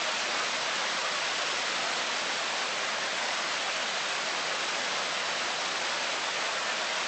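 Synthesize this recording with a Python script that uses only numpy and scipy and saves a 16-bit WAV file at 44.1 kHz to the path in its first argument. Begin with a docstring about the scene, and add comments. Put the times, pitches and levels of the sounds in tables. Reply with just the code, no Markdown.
"""A small waterfall roars steadily in a wooded gully while nearer rapids fizz and gurgle over rocks.
One microphone turns slowly from the rapids up to the fall, and the rapids fade a little.
Roar and low churn are noise with drifting spectra; fizz and gurgle are many short rising bubble rings.
Slow sampling mirrors the treble above half the sampling rate. Both channels carry the same sound."""
import sys
import numpy as np
from scipy import signal
from scipy.fft import rfft, irfft, next_fast_len
from scipy.io import wavfile
from scipy.ndimage import uniform_filter1d

SR = 44100
rng = np.random.default_rng(int(sys.argv[2]) if len(sys.argv) > 2 else 0)


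def bounce(signal):
    """Save signal as a 16-bit WAV file at the path given by the first command-line argument."""
    frames = np.transpose(np.atleast_2d(signal))
    limited = np.clip(frames, -1, 1)
    pcm = np.round(limited * 32767).astype(np.int16)
    wavfile.write(sys.argv[1], SR, pcm)


def gain_from_db(level_db):
    """Turn a decibel level (scalar or array-like) into a linear amplitude factor."""
    decades = np.asarray(level_db, float) / 20
    return 10 ** decades


N = 311787  # length (samples)
SAMPLING_HZ = 16000  # the slow sampling of the microphone signal


def evened(x):
    """Scales to rms 1."""
    return x / np.sqrt(np.mean(x ** 2) + 1e-20)


def read(points, hz):
    """Straight lines on a log-frequency axis."""
    point_hz, value = np.transpose(points)
    return np.interp(np.log(hz + 1), np.log(point_hz + 1), value)


def turned():
    """How far the microphone has tilted from the rapids (0) to the fall (1)."""
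    middle_s, time_scale_s = 2.45, 0.35
    t = np.arange(N) / SR
    return 0.5 + 0.5 * np.tanh((t - middle_s) / time_scale_s)


def swells_db(rows, half_s):
    """Each row is one smooth bump in level, fallen to 1/e of its height half_s from its middle."""
    t = np.arange(N) / SR
    return sum(height_db * np.exp(-((t - middle_s) / half_s) ** 2) for middle_s, height_db in rows)


def rush(colour, patchy_db, shimmer_db, flicker_db, top_hz, size=2048):
    """Random short-time spectra: broad drifting patches, a shimmer of narrow pitches, a flicker shared by all."""
    frames = 4 * N // size + 8
    hz = np.fft.rfftfreq(size, 1 / SR)
    real, imaginary, patches, shimmer = rng.standard_normal((frames, len(hz), 4)).T

    # axis 0 is pitch, axis 1 is time
    patches = uniform_filter1d(patches, size=40, axis=0)
    patches = evened(uniform_filter1d(patches, size=4, axis=1))
    shimmer = uniform_filter1d(shimmer, size=2, axis=0)
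    shimmer = evened(uniform_filter1d(shimmer, size=7, axis=1))
    flicker = evened(uniform_filter1d(rng.standard_normal(frames), size=3))

    level_db = read(colour, hz)[:, None]
    field_db = level_db + patchy_db * patches + shimmer_db * shimmer + flicker_db * flicker
    below_top = (hz < top_hz)[:, None]
    spectra = (real + 1j * imaginary) * gain_from_db(field_db) * below_top
    sound = signal.istft(spectra, nperseg=size, noverlap=3 * size // 4)[1]
    return evened(sound[:N])


def bubbles(colour, per_s, cycles, rise, spread_db, count):
    """Trapped air rings briefly and rises in pitch; most bubbles are quiet, a few are loud."""
    out = np.zeros(N)
    for hz in np.geomspace(colour[0][0], colour[-1][0], count):
        turns = np.arange(int(4 * cycles * SR / hz)) * hz / SR  # periods at the starting pitch
        tone = np.sin(2 * np.pi * turns * (1 + rise * turns / cycles))
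        ring = tone * np.exp(-turns / cycles) * (1 - np.exp(-turns))  # soft onset, then decay
        when, size = rng.random((N, 2)).T
        starts = when < per_s / count / SR
        train = starts * gain_from_db(-spread_db * np.log(size + 0.0082))
        rings = signal.oaconvolve(train, ring / np.linalg.norm(ring))[:N]
        out += gain_from_db(read(colour, hz)) * rings
    return evened(out)


# Colour of the low churn: pitch_hz (Hz), level_db (relative dB per Hz)
POOL_COLOUR = [(25, -23.5), (33, -27), (60, -27), (100, -17.5), (146, -8), (220, -2.5), (281, -3),
               (450, 0.5)]
# The low churn swells and sinks: middle_s (s), height_db (dB)
POOL_HEAVES = [(1.8, 2), (3.7, -1.4), (4.9, 1.0)]


def pool():
    """The low churn under the fall: deep shimmering noise that heaves slowly."""
    level_db, heave_half_s = -48.0, 0.35
    churn = rush(POOL_COLOUR, patchy_db=0.0, shimmer_db=1.03, flicker_db=-0.4, top_hz=521)
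    return gain_from_db(level_db + swells_db(POOL_HEAVES, heave_half_s)) * churn


# Strength of the bursting droplets by pitch: pitch_hz (Hz), level_db (relative dB)
SPRAY_COLOUR = [(1200, -9.5), (2500, -3), (4000, -4.5), (6000, -6.5), (8000, -10.5)]
# Surges of white water in the rapids: middle_s (s), height_db (dB)
RAPIDS_SURGES = [(1.75, 1), (3.45, 1.5), (4.8, 1.5), (5.9, 1.5)]


def rapids():
    """Dense droplets and tiny bubbles burst in the nearer white water, in quick spurts."""
    facing_db, turn_db = -38, -2.5  # level facing the rapids, change by the turn
    surge_half_s, spurt_db = 0.27, 1.3  # spurt_db is an rms swing
    spurts = evened(signal.oaconvolve(rng.standard_normal(N), np.hanning(900), "same"))
    spray = bubbles(SPRAY_COLOUR, per_s=5000, cycles=3.54, rise=0.034, spread_db=0.5, count=24)
    level_db = facing_db + turn_db * turned()
    level_db = level_db + swells_db(RAPIDS_SURGES, surge_half_s) + spurt_db * spurts
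    return gain_from_db(level_db) * spray


# Colour of the roar: pitch_hz (Hz), level_db (relative dB per Hz)
ROAR_COLOUR = [(200, -59), (400, -28.5), (470, -11), (520, -2), (640, 0), (800, -1.5), (1070, -1),
               (1500, -0.5), (2200, -3), (3000, -4.5), (3700, -5.5), (5200, -9), (7400, -14.5)]
# Strength of the gurgling air bubbles by pitch: pitch_hz (Hz), level_db (relative dB)
GURGLE_COLOUR = [(500, -3), (650, 1.5), (850, -2.5), (1300, -2), (2400, -5.5)]


def waterfall():
    """The broad roar of the fall is shimmering noise, with ringing air bubbles gurgling in it."""
    facing_db, turn_db = -32.5, -0.15  # roar level facing the rapids, change by the turn
    gurgle_db = -13.5  # relative to the roar
    roar = rush(ROAR_COLOUR, patchy_db=0.36, shimmer_db=2.0, flicker_db=0.1, top_hz=SAMPLING_HZ / 2)
    gurgle = bubbles(GURGLE_COLOUR, per_s=400, cycles=13.2, rise=0.015, spread_db=1.5, count=30)
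    return gain_from_db(facing_db + turn_db * turned()) * (roar + gain_from_db(gurgle_db) * gurgle)


def scene():
    """All the water reaches one microphone, heard alike in both channels."""
    return np.tile(waterfall() + rapids() + pool(), (2, 1))


# Smoothing filter after the slow sampling: pitch_hz (Hz), level_db (gain in dB)
SMOOTHING_GAIN = [(7000, 0.5), (7500, 0), (8000, -4), (8500, -15), (9000, -35), (9200, -58), (9500, -90)]


def slow_sampling(sound):
    """Slow sampling mirrors the treble about half its rate; a smoothing filter lets a little through."""
    size = next_fast_len(N)
    hz = np.fft.rfftfreq(size, 1 / SR)
    kept = irfft(rfft(sound, size) * (hz < SAMPLING_HZ / 2), size)
    # a carrier at the sampling rate makes the mirror images
    carrier = np.cos(2 * np.pi * SAMPLING_HZ * np.arange(size) / SR)
    mirrored = kept * (1 + 2 * carrier)
    return irfft(rfft(mirrored) * gain_from_db(read(SMOOTHING_GAIN, hz)), size)[:, :N]


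def low_pass(x):
    """Removes everything above the highest recorded frequency."""
    return signal.sosfilt(signal.butter(12, 9230, fs=SR, output="sos"), x)


def record(dry):
    """The microphone signal is sampled slowly and smoothed."""
    mix = slow_sampling(dry)
    return low_pass(mix)


dry = scene()
out = record(dry)
bounce(out)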